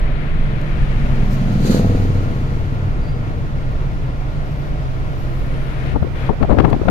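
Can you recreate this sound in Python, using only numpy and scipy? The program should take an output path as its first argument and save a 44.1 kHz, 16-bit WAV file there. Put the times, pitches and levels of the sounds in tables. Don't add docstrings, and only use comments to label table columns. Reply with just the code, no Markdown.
import sys
import numpy as np
from scipy import signal
from scipy.fft import rfft, irfft, next_fast_len
from scipy.io import wavfile
from scipy.ndimage import uniform_filter1d, minimum_filter1d, map_coordinates

SR = 44100
rng = np.random.default_rng(int(sys.argv[2]) if len(sys.argv) > 2 else 0)


def store_wav(level_fs):
    pcm = np.round(np.clip(np.atleast_2d(level_fs), -1, 1) * 32767)
    wavfile.write(sys.argv[1], SR, pcm.T.astype(np.int16))


N = 304290
TIME = np.arange(N) / SR
PASS_S, ABREAST_S = 1.722, 0.1738
GUST_EDGE = 3.3

# (time [s], force [dB], half length [s], hollow tone [Hz], tone level [dB])
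GUST_HITS = [(5.944, -20, .004, 130, -13), (5.961, -9.5, 0.0085, 297, -11), (5.98, -34, .01, 302, -27),
             (6.028, -7.5, 0.0043, 170, -7), (6.048, -24, 0.0049, 367, -14.5),
             (6.072, -24, 0.0035, 500, -21), (6.297, -5.5, 0.0053, 816, -12.5),
             (6.311, -12.5, 0.0092, 424, -17), (6.333, -26, 0.0086, 503, -27), (6.418, -11, .011, 447, -17),
             (6.432, -0.5, 0.0053, 870, -15), (6.447, -11.5, .007, 640, -17),
             (6.488, -17, 0.0047, 500, -21), (6.5, -5, 0.0048, 743, -14), (6.513, -2.5, .007, 487, -11.5),
             (6.529, -3.5, 0.0063, 302, -12), (6.545, -13, .009, 586, -16.5),
             (6.575, -10, 0.0078, 400, -24), (6.589, 3, 0.0042, 970, -21), (6.602, 1, .005, 310, -6.5),
             (6.613, -10, .008, 450, -22), (6.634, -17, 0.0051, 400, -16), (6.65, 0, 0.0077, 824, -8.5),
             (6.677, -11, 0.012, 900, -24), (6.7, -17, 0.012, 320, -26), (6.717, -12.5, .006, 420, -20),
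             (6.73, -1.5, 0.0038, 564, -10.5), (6.745, -10, 0.0073, 824, -27), (6.766, -17, .003, 297, -14),
             (6.797, -23, 0.0049, 250, -18), (6.817, -12.5, .003, 342, -9), (6.835, -20, .003, 600, -21),
             (6.859, -12, 0.004, 466, -16), (6.875, -12, .003, 150, -6), (6.886, 1, .004, 690, -4),
             (6.896, -6, 0.0039, 300, -8)]
# (frequency [Hz], level [dB])
SIZZLE = [(600, -7.5), (1500, 9), (2300, -0.5), (3400, 0.5), (4350, 6.5), (5400, -4), (6600, 2.5),
          (7900, -7.5), (14000, -8)]


def motorcycle(mach=0.06, cycle_hz=20.45, firing_s=1.795):
    extra_path_s = np.hypot(TIME - PASS_S, ABREAST_S) - np.hypot(PASS_S, ABREAST_S)
    clock = TIME - mach * extra_path_s
    doppler = lambda x: np.interp(clock, TIME, x)
    cycle = cycle_hz * (TIME - np.interp(firing_s, TIME, clock))
    return exhaust(cycle, doppler) + exhaust_drone(doppler(cycle)) + running_gear()


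def exhaust(cycle, doppler, second_at=0.44, second_gain=0.56, puff_cycles=0.31, rasp=0.4):
    # (frequency [Hz], level [dB])
    pipe_eq = [(40, -16), (110, -24.5), (190, 6.5), (275, 10), (365, -1.5), (440, 2), (570, -10),
               (700, -18.5), (900, -27), (1200, -47), (2000, -62), (4000, -84), (9000, -115)]
    bark_eq = [(200, -26), (500, -6.5), (720, -2), (900, -8.5), (1100, -21), (1600, -36), (5000, -73)]
    roar_eq = [(70, -30), (140, -0.5), (220, 3.5), (300, -5.5), (380, -11), (700, -42), (2000, -80)]
    thud_eq = [(30, -31), (70, -10.5), (130, 2), (200, 5.5), (245, 4), (310, -16), (600, -41), (1500, -76),
               (5000, -110)]
    # (frequency [Hz], width [Hz], lift [dB])
    pipe_modes = [(505.6, 43, 10.5)]
    bark_modes = [(686, 65, 7.5), (820, 41, 7)]
    fire = lambda offset: np.diff(np.floor(cycle - offset), prepend=np.floor(cycle[0] - offset))
    pulses = (fire(0) + second_gain * fire(second_at)) * amp(0.9 * wobble(40.5))
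    puff = lambda offset: np.exp(-((cycle - offset) % 1) / puff_cycles)
    puffs = puff(0) + second_gain * puff(second_at)
    gas = lambda *tone: unit(ring(puffs * rng.standard_normal(N), *tone))
    firings = lambda *tone: doppler(unit(unit(ring(pulses, *tone)) + rasp * gas(*tone)))
    pipe = spread(firings(pipe_eq, pipe_modes), doppler(gas(pipe_eq, pipe_modes)))
    pipe *= amp(passing(-24.5, fade_db=22.5, rear_db=8, window_db=6, lead_s=0.013))
    bark = spread(firings(bark_eq, bark_modes), firings(bark_eq, bark_modes))
    bark *= amp(passing(-36, fade_db=26, rear_db=5, window_db=5, lead_s=-0.085))
    roar = spread(doppler(gas(roar_eq)), doppler(gas(roar_eq)))
    roar *= amp(passing(-24.5, fade_db=29, rear_db=-1.5, window_db=5.5))
    thud = firings(thud_eq) * amp(passing(-18.5, fade_db=21.5, rear_db=1.8, window_db=0.5))
    return pipe + bark + roar + thud


def exhaust_drone(cycle, orders=(5, 6, 9, 10, 11, 13)):
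    # (time [s], level [dB])
    thrum = [(0, -48), (1.2, -30), (1.52, -23.5), (1.65, -37), (1.86, -17), (2.12, -16.5), (2.36, -29.5),
             (2.86, -22.5), (3.0, -33), (3.3, -26.5), (3.8, -34), (6.9, -66)]
    # (level [dB], loss per tenfold distance [dB], rear lift [dB], window lift [dB])
    upper_orders = [(-32, 9.7, -3.5, -1), (-30, 18.2, -6.5, 1.3), (-31, 14.6, 2.5, 0),
                    (-37, 14.4, -3.5, 1.3), (-37, 11.2, 5, 0)]
    levels_db = [*curves(thrum), *(passing(*row) for row in upper_orders)]
    tone = lambda k: np.sqrt(2) * np.sin(2 * np.pi * k * cycle + 0.25 * wobble(37))
    return sum(amp(db + 1.66 * wobble(19)) * tone(k) for k, db in zip(orders, levels_db))


def running_gear():
    # (frequency [Hz], width [Hz], lift [dB])
    gear_modes = [(4000, 130, 4.5), (4620, 210, 3), (6500, 300, 2.5)]
    level_db = passing(-43, fade_db=18, rear_db=1.5, window_db=12, lead_s=0.0039)
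    return amp(level_db + 1.1 * wobble(60.64)) * rush(SIZZLE, gear_modes)


def passing(level_db, fade_db, rear_db, window_db, lead_s=0):
    window_half_s, frame_sharpness = 0.093, 4.4
    t = TIME - PASS_S + lead_s
    distance = np.hypot(t / ABREAST_S, 1)
    behind = t / ABREAST_S / distance
    in_window = np.exp(-np.abs(t / window_half_s) ** frame_sharpness)
    bend_db = 0.97 * t ** 2
    return level_db - fade_db * np.log10(distance) + rear_db * behind + window_db * in_window - bend_db


def gust_force(wake_db=-27, wake_half_s=0.012, wake_lag_s=0.0055):
    cores = swells([(s, db, half) for s, db, half, *_ in GUST_HITS], GUST_EDGE)
    wakes = swells([(s + wake_lag_s, db + wake_db, wake_half_s) for s, db, *_ in GUST_HITS])
    return np.hypot(cores, wakes)


def wind(force):
    # (time [s], level [dB])
    breeze = [(5.8, -23), (5.95, -14), (6.08, -22.5), (6.2, -18.5), (6.36, -26), (6.5, -21), (6.9, -19.5)]
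    # (frequency [Hz], level [dB])
    buffet_eq = [(20, 1), (70, 0.5), (150, 2), (250, -4.5), (380, -8.5), (650, -13), (1100, -23.5),
                 (2000, -43.5), (4000, -64), (9000, -68)]
    rumble = noise([(15, -28), (60, 0), (130, -7), (300, -25.5), (700, -42.5), (2000, -50), (5000, -94)])
    rumble *= amp(curves(breeze)[0])
    fine = noise([(150, -27), (650, 1.5), (1100, 0.5), (2000, -16), (4000, -28.5), (9000, -66)])
    crackle = amp(-11) * force ** 2 * even(fine, span_s=0.0035)
    thumps = amp(-1.3) * force ** 0.8 * even(noise(buffet_eq), span_s=0.0107)
    return np.array([rumble + thumps + flutter() + crackle, np.zeros(N)])


def flutter(waver=0.12):
    unsteady_s = np.cumsum(1 + waver * wobble(400)) / SR
    knocks = np.zeros(N)
    for s, _, half, hz, db in GUST_HITS:
        phase = 2 * np.pi * hz * (unsteady_s - np.interp(s, TIME, unsteady_s))
        knocks += swells([(s, db, half)], GUST_EDGE) * np.sin(phase + rng.uniform(0, 2 * np.pi))
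    return knocks


def choke(force, threshold_db=-33.5, depth_db=-10.5, hold_s=0.074, ramp_s=0.024):
    gain = np.maximum(1 / np.hypot(1, force / amp(threshold_db)), amp(depth_db))
    half = int(hold_s * SR / 2)
    held = minimum_filter1d(gain, 2 * half + 1, origin=half)
    return np.array([uniform_filter1d(held, int(ramp_s * SR) + 1), np.ones(N)])


def car(crank_hz=26.95):
    # (time [s], level [dB])
    ride = [(0, -24), (1.2, -17.5), (1.7, -18.5), (3.4, -24.5), (6.4, -23.5), (6.9, -21)]
    bumps = [(.04, -13.5), (.41, -14.5), (.84, -15.5), (1.21, -16.5), (1.95, -20.5), (3.0, -19),
             (3.78, -21), (5.48, -22)]
    # (frequency [Hz], level [dB])
    shake_eq = [(8, -13), (18, 3.5), (28, 4.5), (40, -6), (58, -6), (75, -18.5), (120, -35), (250, -103)]
    boom_eq = [(55, -44), (80, -9), (97, -9), (112, -6), (131, 3), (155, -3), (180, -15.5), (230, -20),
               (400, -66)]
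    # (frequency [Hz], width [Hz], lift [dB])
    boom_modes = [(129.8, 4.9, 6), (145.7, 11, 3.5)]
    # (time [s], left minus right [dB])
    balance = [(0, -2.5), (2.2, -.4), (4.3, -3.5), (5.3, -5), (5.8, -2), (6.9, 2.5)]
    crank = 2 * np.pi * np.cumsum(crank_hz * (1 + 0.0025 * wobble(2.24))) / SR
    engine = amp(-31) * np.sin(crank) + amp(-30) * np.sin(2 * crank)
    ride_db, = curves(ride)
    shake = np.hypot(amp(ride_db), swells([(s, db, 0.1) for s, db in bumps]))
    body = shake * spread(even(noise(shake_eq), span_s=0.092), noise(shake_eq))
    boom_db = -25 + 0.72 * (ride_db - ride_db.mean())
    cabin = amp(boom_db) * spread(even(noise(boom_eq, boom_modes), span_s=0.17), noise(boom_eq))
    return (engine + body + cabin) * pan(curves(balance)[0])


def tyres():
    # (time [s], roar [dB], hiss [dB])
    levels = [(0, -32.5, -69), (.7, -31.5, -50), (1.65, -29.5, -41.5), (2.9, -33, -51), (5.3, -33, -47.5),
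              (6.3, -30.5, -48), (6.9, -30.5, -44.5)]
    # (frequency [Hz], level [dB])
    roar_eq = [(120, -16.5), (200, -3.5), (310, 1), (375, -4), (470, -6), (630, -8), (950, -9.5),
               (1400, -14.5), (1800, -14.5), (2400, -19), (3300, -24), (5000, -33.5), (9000, -50)]
    hiss_eq = [(1200, 5.5), (2500, 5), (4300, 1.5), (5300, -1.5), (6500, -4.5), (8000, -11.5),
               (10000, -13.5), (14000, -14)]
    # (frequency [Hz], width [Hz], lift [dB])
    cabin_modes = [(459.6, 23, 4.5), (608, 103, 6.5), (738, 35, 5.5), (1083, 40, 4), (1282, 40, 5.5),
                   (1400, 85, 8), (1880, 62, 3), (2210, 180, 2)]
    roar_db, hiss_db = curves(levels)
    roar = amp(roar_db + 0.6 * wobble(14)) * rush(roar_eq, cabin_modes)
    hiss = amp(hiss_db + 0.67 * wobble(24)) * rush(hiss_eq)
    return (roar + hiss) * pan(left_db=1.2)


def window_draught():
    # (frequency [Hz], level [dB])
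    edge_eq = [(300, 6), (700, -7), (1300, 1), (2200, 2), (3000, -4.5), (4200, -13), (6000, -38),
               (7600, -41), (9500, -30), (12000, -40)]
    # (frequency [Hz], width [Hz], lift [dB])
    gap_modes = [(1770, 330, 1.5), (2320, 330, 1)]
    # (time [s], level [dB], half length [s])
    draughts = [(.05, -32.5, 0.65), (.95, -33, 0.34), (2.2, -44.5, 0.33), (5.72, -35.5, 0.25),
                (5.89, -33, 0.053), (6.23, -31, 0.12), (6.6, -31, 0.22)]
    air = np.array([noise(edge_eq, gap_modes), amp(-31) * noise(edge_eq)])
    return air * swells(draughts) * amp(0.22 * wobble(22))


def squeak():
    # (time [s], pitch [Hz], level [dB])
    contour = [(3.005, 4780, -85), (3.018, 4760, -53), (3.04, 4660, -55), (3.07, 4660, -53),
               (3.097, 4700, -48), (3.115, 4750, -55), (3.14, 4810, -54), (3.2, 4830, -66),
               (3.22, 4830, -90)]
    pitch_hz, level_db = curves(contour)
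    sounding = (TIME > contour[0][0]) & (TIME < contour[-1][0])
    envelope = sounding * amp(level_db + 1.2 * wobble(130))
    return envelope * np.sin(2 * np.pi * np.cumsum(pitch_hz * (1 + 0.008 * wobble(300))) / SR)


def thin_whistle(centre_hz=11850, half_width_hz=200):
    # (time [s], level [dB], half length [s])
    whistle_swells = [(4.57, -63, .08), (5.0, -69, .11), (5.19, -59, 0.05), (5.4, -61, 0.08),
                      (5.65, -67, .06), (6.15, -69, .2)]
    sheen_swells = [(5.6, -62.5, .28), (6.23, -67, .08)]
    peak = lambda hz: 1 / (1 + ((hz - centre_hz) / half_width_hz) ** 2)
    narrow = unit(filtered(rng.standard_normal((2, N)), peak))
    whistle = swells(whistle_swells) * narrow * amp(1.5 * wobble(30))
    sheen = swells(sheen_swells) * rush([(7000, -25), (9400, 0), (11000, -2), (13000, -18)])
    return whistle + sheen


def ticks_and_swish():
    # (time [s], level [dB], half length [s])
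    tick_hits = [(.615, -42, 0.00085), (6.703, -43.5, 0.0037)]
    swish_swell = [(1.335, -50, 0.025)]
    ticks = swells(tick_hits) * noise(SIZZLE)
    swish = swells(swish_swell) * noise([(2500, -12), (4500, 6), (7000, 1), (9000, -8), (14000, 0)])
    return ticks * pan(left_db=-11) + swish * pan(left_db=19)


def amp(db):
    return 10 ** (np.asarray(db) / 20)


def unit(x):
    return x / np.sqrt(np.mean(x ** 2) + 1e-20)


def along(points, hz):
    f, v = np.transpose(points)
    return np.interp(np.log(hz + 1), np.log(f + 1), v)


def curves(rows):
    s, *cols = np.transpose(rows)
    return [np.interp(TIME, s, c) for c in cols]


def swells(rows, edge=2):
    power = np.zeros(N)
    for s, db, half in rows:
        near = slice(*np.searchsorted(TIME, [s - 5 * half, s + 5 * half]))
        power[near] += amp(db) ** 2 * np.exp(-np.abs((TIME[near] - s) / half) ** edge)
    return np.sqrt(power)


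def wobble(rate):
    return map_coordinates(rng.standard_normal(int(N * rate / SR) + 4), [TIME * rate])


def filtered(x, response):
    size = next_fast_len(N + SR // 2)
    return irfft(rfft(x, size) * response(np.fft.rfftfreq(size, 1 / SR)), size)[..., :N]


def colour(spectrum, modes, hz):
    lift_db = sum(db / (1 + (2 * (hz - centre) / width) ** 2) for centre, width, db in modes)
    return amp(along(spectrum, hz) + lift_db)


def ring(x, spectrum, modes=(), size=16384):
    cepstrum = irfft(np.log(colour(spectrum, modes, np.fft.rfftfreq(size, 1 / SR))))
    cepstrum[1:size // 2] *= 2
    cepstrum[size // 2:] = 0
    return signal.fftconvolve(x, irfft(np.exp(rfft(cepstrum))))[:N]


def noise(spectrum, modes=()):
    return unit(filtered(rng.standard_normal(N), lambda hz: colour(spectrum, modes, hz)))


def even(x, span_s):
    return x / np.sqrt(np.abs(uniform_filter1d(x ** 2, int(span_s * SR) + 1)) + 0.05)


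def spread(a, b, lag_s=0.00036):
    # (frequency [Hz], correlation [0-1])
    likeness = [(60, 1), (130, 1), (290, 1), (630, 0.99), (1000, 0.45), (1400, 0.5), (2100, 0.67),
                (3000, 0.085), (5000, 0.07), (9000, 0.017)]
    alike = lambda hz: np.clip(along(likeness, hz), -0.99, 0.99)
    mid = filtered(a, lambda hz: np.sqrt(1 + alike(hz)))
    side = filtered(b, lambda hz: np.sqrt(1 - alike(hz)))
    delay = lambda hz: np.exp(np.outer([1, -1], 1j * np.pi * hz * lag_s))
    return unit(filtered(np.array([mid + side, mid - side]), delay))


def rush(spectrum, modes=()):
    return spread(noise(spectrum, modes), noise(spectrum, modes))


def pan(left_db):
    return amp(np.outer([0.5, -0.5], left_db))


def scene():
    bed = car() + tyres() + window_draught() + motorcycle()
    details = squeak() + thin_whistle() + ticks_and_swish()
    force = gust_force()
    return (bed + details) * choke(force) + wind(force)


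def record(dry):
    ceiling, hardness, top_hz = 0.91, 6, 14330
    clipped = dry / (1 + np.abs(dry / ceiling) ** hardness) ** (1 / hardness)
    return filtered(clipped, lambda hz: hz < top_hz)


dry = scene()
out = record(dry)
store_wav(out)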